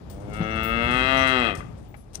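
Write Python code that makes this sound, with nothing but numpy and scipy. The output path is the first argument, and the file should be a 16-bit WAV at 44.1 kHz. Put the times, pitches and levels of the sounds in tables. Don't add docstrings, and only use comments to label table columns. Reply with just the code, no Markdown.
import sys
import numpy as np
from scipy import signal
from scipy.fft import rfft, irfft, next_fast_len
from scipy.io import wavfile
from scipy.ndimage import uniform_filter1d

SR = 44100
rng = np.random.default_rng(int(sys.argv[2]) if len(sys.argv) > 2 else 0)


def invert_db(x):
    u = np.asarray(x, float) / 20
    return 10 ** u


def materialize(psi):
    bounded = np.clip(np.atleast_2d(psi).T, -1, 1)
    quanta = np.round(bounded * 32767).astype(np.int16)
    wavfile.write(sys.argv[1], SR, quanta)


N = 97020


def at_hz(points, hz):
    table = np.array(points)
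    return np.interp(np.log(hz + 1), np.log(table[:, 0]), table[:, 1])


def rms_one(x):
    return x / np.sqrt(np.mean(x ** 2) + 1e-20)


def drift(rate):
    r = np.exp(-80 * np.pi * rate / SR)
    noise = rng.standard_normal(N // 40 + 2002)
    slow = signal.lfilter([1], [1, -2 * r, r * r], noise)[2000:]
    return np.interp(np.arange(N) / 40, np.arange(len(slow)), rms_one(slow))


def ring(clicks, hz, t60):
    r, w = invert_db(-60 / (t60 * SR)), 2 * np.pi * hz / SR
    return signal.lfilter([0, np.sin(w)], [1, -2 * r * np.cos(w), r * r], clicks + 1e-18)


def colour(x, gain):
    size = next_fast_len(N + SR)
    hz = np.arange(size // 2 + 1) * SR / size
    return irfft(rfft(x, size) * gain(hz), size)[..., :N]


def resonance(hz, centre, width):
    return 1j * hz * width / (centre * centre - hz * hz + 1j * hz * width)


# (centre [Hz], width [Hz], level [dB], share of mouth opening [1],
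# share of chest weight [1], share of rasp [1])
THROAT = [(252, 106, 7, 0, 1, 0.053), (359, 89, 3, -0.03, 0, -0.035), (523, 220, -6.5, 3.5, 0.059, -0.26),
          (696, 130, -3, 0.8, 0, -0.61), (944, 170, -0.5, 0.9, 0.26, -0.47),
          (1228, 169, -1.5, 0.66, 1, 0.12), (1572, 220, 1.5, 2, 0.95, 0.12),
          (2023, 210, -4.5, 0.75, 1, -0.42), (2523, 121, -5, 1.1, 0.074, 1), (2780, 330, -8, 2.2, 0, -0.98),
          (3175, 95, -4.5, 1.9, 0, 0.56), (3830, 180, -6, 4, 0, -0.91)]
NOSE_RESONANCES, NOSE_CUT_HZ = 4, 915
FOLD_CUT_HZ, CHEST_FROM_HZ = 3650, 248
NARROWING = 1
TUBE_ECHO_S, TUBE_ECHO_DB = 0.0015436, 3.5
TUBE_ECHO_FROM_HZ, TUBE_ECHO_TO_HZ = 550, 3000


def throat(hz, tuning, open_db, chest_db, rasp_db, wander_db):
    nose = 1 / (1 + (hz / NOSE_CUT_HZ) ** 4)
    out = 0
    for k, (centre, width, db, mouth, chest, rasp) in enumerate(THROAT):
        opening = open_db * mouth
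        narrowed = width * invert_db(np.maximum(NARROWING * opening, -6))
        level = invert_db(db + opening + chest_db * chest + rasp_db * rasp + wander_db[k])
        exit_gain = nose if k < NOSE_RESONANCES else 1.3
        out = out + exit_gain * level * resonance(hz, centre * tuning, narrowed)
    fold = 1j * hz / FOLD_CUT_HZ
    fold_dulling = 1 / (1 + 1.083 * fold + fold * fold) ** 4
    low = 1j * hz / CHEST_FROM_HZ
    chest_cut = low * low / (1 + 1.34 * low + low * low)
    echo_band = hz ** 2 / (hz ** 2 + TUBE_ECHO_FROM_HZ ** 2) / (1 + (hz / TUBE_ECHO_TO_HZ) ** 4)
    echo = invert_db(TUBE_ECHO_DB) * echo_band * np.exp(-2j * np.pi * hz * TUBE_ECHO_S / tuning)
    return out * fold_dulling * chest_cut * (1 + echo) / 2


# (centre [Hz], width [Hz], gain at centre [dB])
WALL_COMB = [(239, 6.6, 5.5), (351.9, 4.9, -32), (395.4, 10, -29), (669.5, 15, 2.5)]


def wall_comb(hz):
    return np.prod([1 + (invert_db(db) - 1) * resonance(hz, c, w) for c, w, db in WALL_COMB], axis=0)


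# (time [s], pitch [Hz], effort [dB], mouth opening [dB], chest weight [dB], rasp [dB])
MOO = [(0.042, 89.87, -45, -55, -2, 0), (0.138, 97.1, -38.5, -36.5, -0.5, -2),
       (.28, 103.1, -34.5, -34, 2.5, -8), (0.328, 105.5, -33.5, -6.5, 4, 1), (0.449, 109, -28, -4.5, 3, 4),
       (.6, 111, -26, -2.5, 1.5, 6.5), (.742, 114.8, -24, -2.5, 2.5, 6),
       (0.847, 118.9, -20.5, -2.5, 2, 3.5), (0.944, 125.6, -21, -0.77, 0.4, 0),
       (1.03, 129.3, -19.5, -0.1, -0.5, -1), (1.137, 133, -18, -0.8, -0.5, -5),
       (1.331, 129.7, -17.5, -0.48, -2.3, -3), (1.4, 123.7, -18, -1, -3.5, -1.5),
       (1.461, 113.8, -18.5, -0.5, -5.5, 2.5), (1.51, 99.43, -22.5, -0.5, -10, 3),
       (1.55, 91.45, -35.5, -3, 4.5, 0)]
# (time [s], resonance ratio [1])
TUNING = [(.3, 1.067), (.6, 1.045), (.85, 1.044), (1.0, 1.003), (1.2, 1.004), (1.45, 1.006), (1.55, 0.99)]
# (frequency [Hz], level [dB per Hz])
AIR = [(3500, -10), (5000, 4.5), (5800, 0.5), (6800, -13), (8100, 0.1), (9800, -9.5), (12000, -13.5),
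       (14000, -44)]
AIR_DB, BREATH_DB, BREATH_FROM_HZ = -45, -24.5, 934
BREATH_DUTY = 1.15
JITTER, SHIMMER_DB, WANDER_DB = 0.002, 0.03, 1.3
SLACK_FROM_S, SLACK_JITTER, SLACK_BREATH_DB = 1.38, 0.012, 10.5
CLOSURE_TURN, LOW_LEAD_TURN, LOW_LEAD_HZ = -1.15, 3.3, 900


def moo():
    s, *columns = np.transpose(MOO)
    t = np.arange(N) / SR
    pitch, effort_db, open_db, chest_db, rasp_db = [
        uniform_filter1d(np.interp(t, s, c), size=1500) for c in columns]
    tuning = np.interp(t, *np.transpose(TUNING))
    slack = np.clip((t - SLACK_FROM_S) * 10, 0, 1)
    unsteady_pitch = pitch * (1 + (JITTER + SLACK_JITTER * slack) * drift(41))
    turn = 2 * np.pi * np.cumsum(unsteady_pitch) / SR

    grid = slice(0, N, 256)
    shape = [c[grid] for c in (tuning, open_db, chest_db, rasp_db)]
    wander_db = [WANDER_DB * drift(5)[grid] for _ in THROAT]
    voice = 0
    for k in range(1, 48):
        hz = k * pitch[grid]
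        phase = CLOSURE_TURN - LOW_LEAD_TURN / (1 + (hz / LOW_LEAD_HZ) ** 2)
        h = np.exp(1j * phase) * throat(hz, *shape, wander_db)
        voice = voice + np.interp(t, t[grid], h.real) * np.cos(k * turn)
        voice = voice - np.interp(t, t[grid], h.imag) * np.sin(k * turn)
    voice = voice * invert_db(effort_db + SHIMMER_DB * drift(30)) / 2

    def breath_gain(hz):
        low_cut = hz ** 2 / (hz ** 2 + BREATH_FROM_HZ ** 2)
        return throat(hz, 1.01, 0, 0, 0, np.zeros(len(THROAT))) * 20 * invert_db(BREATH_DB) * low_cut

    cycle = turn / (2 * np.pi) % 1
    puffs = rng.standard_normal(N) * np.exp(-BREATH_DUTY * cycle) * invert_db(open_db + effort_db)
    breath = colour(puffs * invert_db(SLACK_BREATH_DB * slack), breath_gain)
    breath = breath + colour(puffs, lambda hz: 20 * invert_db(AIR_DB + at_hz(AIR, hz)))
    fade_in = np.clip((t - s[0]) / 0.073, 0, 1)
    fade_out = np.clip((s[-1] + 0.029 - t) / 0.035, 0, 1)
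    return colour((voice + breath) * fade_in * fade_out, wall_comb)


# (time [s], level [dB], t60 [s])
RATTLES = [(0.098, -45.5, 0.26), (0.201, -54.5, 0.21), (0.295, -53, 0.081), (0.333, -44.5, 0.2),
           (0.362, -50.5, 0.11), (.425, -57, 0.11), (0.556, -47, 0.11), (0.629, -45, 0.34),
           (0.908, -42, 0.42), (0.969, -51, 0.27), (1.17, -46, 0.47), (1.27, -35, 0.14),
           (1.551, -37, 0.075), (1.57, -46.5, 0.25), (1.776, -59.5, 0.54), (1.964, -61, 0.48),
           (2.131, -47.5, 0.19), (2.144, -40.5, 0.043), (2.15, -34, 0.042), (2.16, -51, 0.12)]
# (frequency [Hz], level [dB per Hz])
RATTLE = [(1500, -2.5), (4500, 0), (6000, 2.5), (7200, -3.5), (9000, 6.5), (10500, -9.5), (13000, -8.5),
          (16000, -32)]
# (time [s], level [dB])
SMALL_HITS = [
    (.096, -33),
    (.63, -22),
    (1.39, -55),
    (1.49, -57),
    (1.881, -43),
]
MIDDLE_HITS = [
    (.632, -40.5),
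    (.814, -52),
    (1.125, -50),
    (1.165, -51.5),
    (1.964, -53.5),
]
LARGE_HITS = [
    (.425, -52),
    (.5, -50),
    (.56, -54),
    (1.17, -42),
    (1.21, -44),
    (1.272, -46),
    (2.15, -57),
]
# (frequency [Hz], level [dB], t60 [s])
SMALL_LINK = [(15159, -4, .14), (15240, -3, .17), (15330, -6, .1), (15420, -5, .12), (15530, -6, .1),
              (15640, -1, .14), (15719, -3, .12)]
MIDDLE_LINK = [(11120, 2.5, .2), (11240, -8, 0.13), (11800, -7, 0.13)]
LARGE_LINK = [(5780, 2, 0.19), (6100, -1, 0.18)]
RATTLE_PER_S, CONTACT_T60_S = 3700, 0.19


def chain():
    t = np.arange(N) / SR
    spray = 0
    for s, db, t60 in RATTLES:
        onset = np.clip((t - s) / 0.0014, 0, 1)
        spray = spray + invert_db(db - 60 * np.maximum(t - s, 0) / t60) * onset
    contacts = rng.random(N) < RATTLE_PER_S / SR
    strength = invert_db(1.3 * np.minimum(rng.exponential(1, N), 3))
    grains = contacts * strength * 5.9 + 0.5
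    out = rms_one(colour(grains * rng.standard_normal(N), lambda hz: invert_db(at_hz(RATTLE, hz)))) * spray
    links = ((SMALL_HITS, SMALL_LINK), (MIDDLE_HITS, MIDDLE_LINK), (LARGE_HITS, LARGE_LINK))
    for hits, modes in links:
        shake = sum(invert_db(db - 60 * np.maximum(t - s, 0) / CONTACT_T60_S) * (t >= s) for s, db in hits)
        for hz, db, t60 in modes:
            rung = ring(shake * rng.standard_normal(N) * invert_db(db) / 20, hz, t60)
            band = signal.butter(1, [hz * 0.9, hz * 1.1], "band", fs=SR, output="sos")
            out += signal.sosfilt(band, rung)
    return out


# (time [s], level [dB], frequency [Hz], t60 [s])
SNAPS = [
    (2.1465, -35, 6100, 0.0093),
    (2.152, -34, 11000, .005),
    (2.1548, -15.5, 5960, 0.0095),
    (2.1549, -21, 9000, .006),
    (1.4, -31.5, 7700, 0.0087),
]


def snaps():
    sample = np.arange(N)
    return sum(ring(invert_db(db) * (sample == int(s * SR)), hz, t60) for s, db, hz, t60 in SNAPS)


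# (time [s], level [dB], pitch [Hz], t60 [s], scuff level
# [dB])
KNOCKS = [
    (0.404, -15, 178, 0.13, -34),
    (0.422, -19, 165, 0.07, -38),
    (.41, -29, 330, 0.1, -43),
    (.558, -21, 170, 0.05, -42),
          (0.412, -29, 890, .07, -38),
    (1.596, -33, 1000, .02, -40),
    (1.605, -25, 1200, 0.035, -39),
    (1.606, -34, 2020, .05, -47),
    (1.626, -36, 1500, .03, -46),
    (1.941, -37, 820, 0.07, -44),
    (1.942, -42, 2300, .05, -48),
]


def hooves():
    t, out = np.arange(N) / SR, 0
    band = signal.butter(3, [350, 2300], "band", fs=SR, output="sos")
    scuff = rms_one(signal.sosfilt(band, rng.standard_normal(N)))
    for s, db, hz, t60, scuff_db in KNOCKS:
        age = np.maximum(t - s, 0)
        envelope = np.clip(age / 0.00072, 0, 1) * invert_db(-60 * age / t60)
        out = out + envelope * (invert_db(db) * np.sin(2 * np.pi * hz * age) + invert_db(scuff_db) * scuff)
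    return out


# (time [s], level [dB])
ECHOES = [
    (0.088, -22),
    (0.124, -20),
]
ECHO_SMEAR_S, WALL_CUT_HZ = 0.013, 1700
TAIL_DB, TAIL_T60_S = -8.5, 0.41


def sheds(x):
    t, out = np.arange(SR // 2) / SR, []
    for path_ratio in (1, 1.07):
        tail = invert_db(TAIL_DB - 60 * t / TAIL_T60_S) * (t > 0.01)
        response = tail * rng.standard_normal(len(t)) / 30
        for s, db in ECHOES:
            smear = np.exp(-((t - s * path_ratio) / ECHO_SMEAR_S) ** 2)
            response += invert_db(db) * smear * rng.standard_normal(len(t)) / 20
        echoed = signal.fftconvolve(x, response)[:N]
        out.append(colour(echoed, lambda hz: 1 / (1 + 1j * hz / WALL_CUT_HZ) ** 2))
    return np.array(out)


# (frequency [Hz], level [dB per Hz])
YARD = [(24, -40), (48, 0.7), (122, -3.5), (300, -16), (774, -25.5), (1870, -40.5), (9500, -53.5),
        (15000, -64)]
# (time [s], level [dB])
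YARD_DB = [
    (0.0, -40.5),
    (0.26, -38),
    (1.49, -38),
    (2.06, -45.5),
    (2.2, -39.5),
]
# (frequency [Hz], left-right likeness [1])
LIKENESS = [(60, 0.99), (240, 0.34), (950, -1.46), (3770, -0.31), (15000, 0.01)]
# (frequency [Hz], left over right [dB])
YARD_SHADOW = [(60, -2), (380, 9), (2380, 11.5), (15000, 7)]


def yard():
    out, together = 0, drift(0.65)
    edges = 28 * 2 ** np.arange(0, 9.6, 0.5)
    white = rng.standard_normal((2, 2, N))
    for k, (low, high) in enumerate(zip(edges, edges[1:])):
        band = signal.butter(2, [low, high], "band", fs=SR, output="sos")
        mid, side = signal.sosfilt(band, white[k % 2])
        hz = np.sqrt(low * high)
        alike = np.clip(at_hz(LIKENESS, hz), 0, 1)
        lean = at_hz(YARD_SHADOW, hz) / 2
        gain = invert_db(at_hz(YARD, hz) + 2.8 * together + 1.58 * drift(15))
        pair = np.sqrt(1 + alike) * mid + np.sqrt(1 - alike) * side * [[1], [-1]]
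        out = out + gain * invert_db(np.array([[lean], [-lean]])) * pair
    s, db = np.transpose(YARD_DB)
    return rms_one(out) * invert_db(np.interp(np.arange(N) / SR, s, db) + 4.0)


# (frequency [Hz], left over right [dB])
SHADOW = [(60, 25), (130, 5.5), (290, 4), (640, 14.5), (1410, 15), (3100, 29), (6820, 21), (15000, 52)]
LEFT_LAG_S = 0.00025


def scene():
    near = 1.046 * (moo() + chain() + snaps() + hooves())
    left, right = near + sheds(near)
    left = colour(left, lambda hz: np.exp(-2j * np.pi * hz * LEFT_LAG_S))
    right = colour(right, lambda hz: invert_db(-at_hz(SHADOW, hz)))
    return np.array([left, right]) + yard()


def roll_off(x):
    return signal.sosfilt(signal.butter(12, 16610, fs=SR, output="sos"), x)


def record(dry):
    low_cut = signal.butter(5, 44, "high", fs=SR, output="sos")
    top_cut = signal.cheby2(12, 60, 15950, fs=SR, output="sos")
    mix = signal.sosfilt(top_cut, signal.sosfilt(low_cut, np.tanh(dry)))
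    return roll_off(mix)


dry = scene()
out = record(dry)
materialize(out)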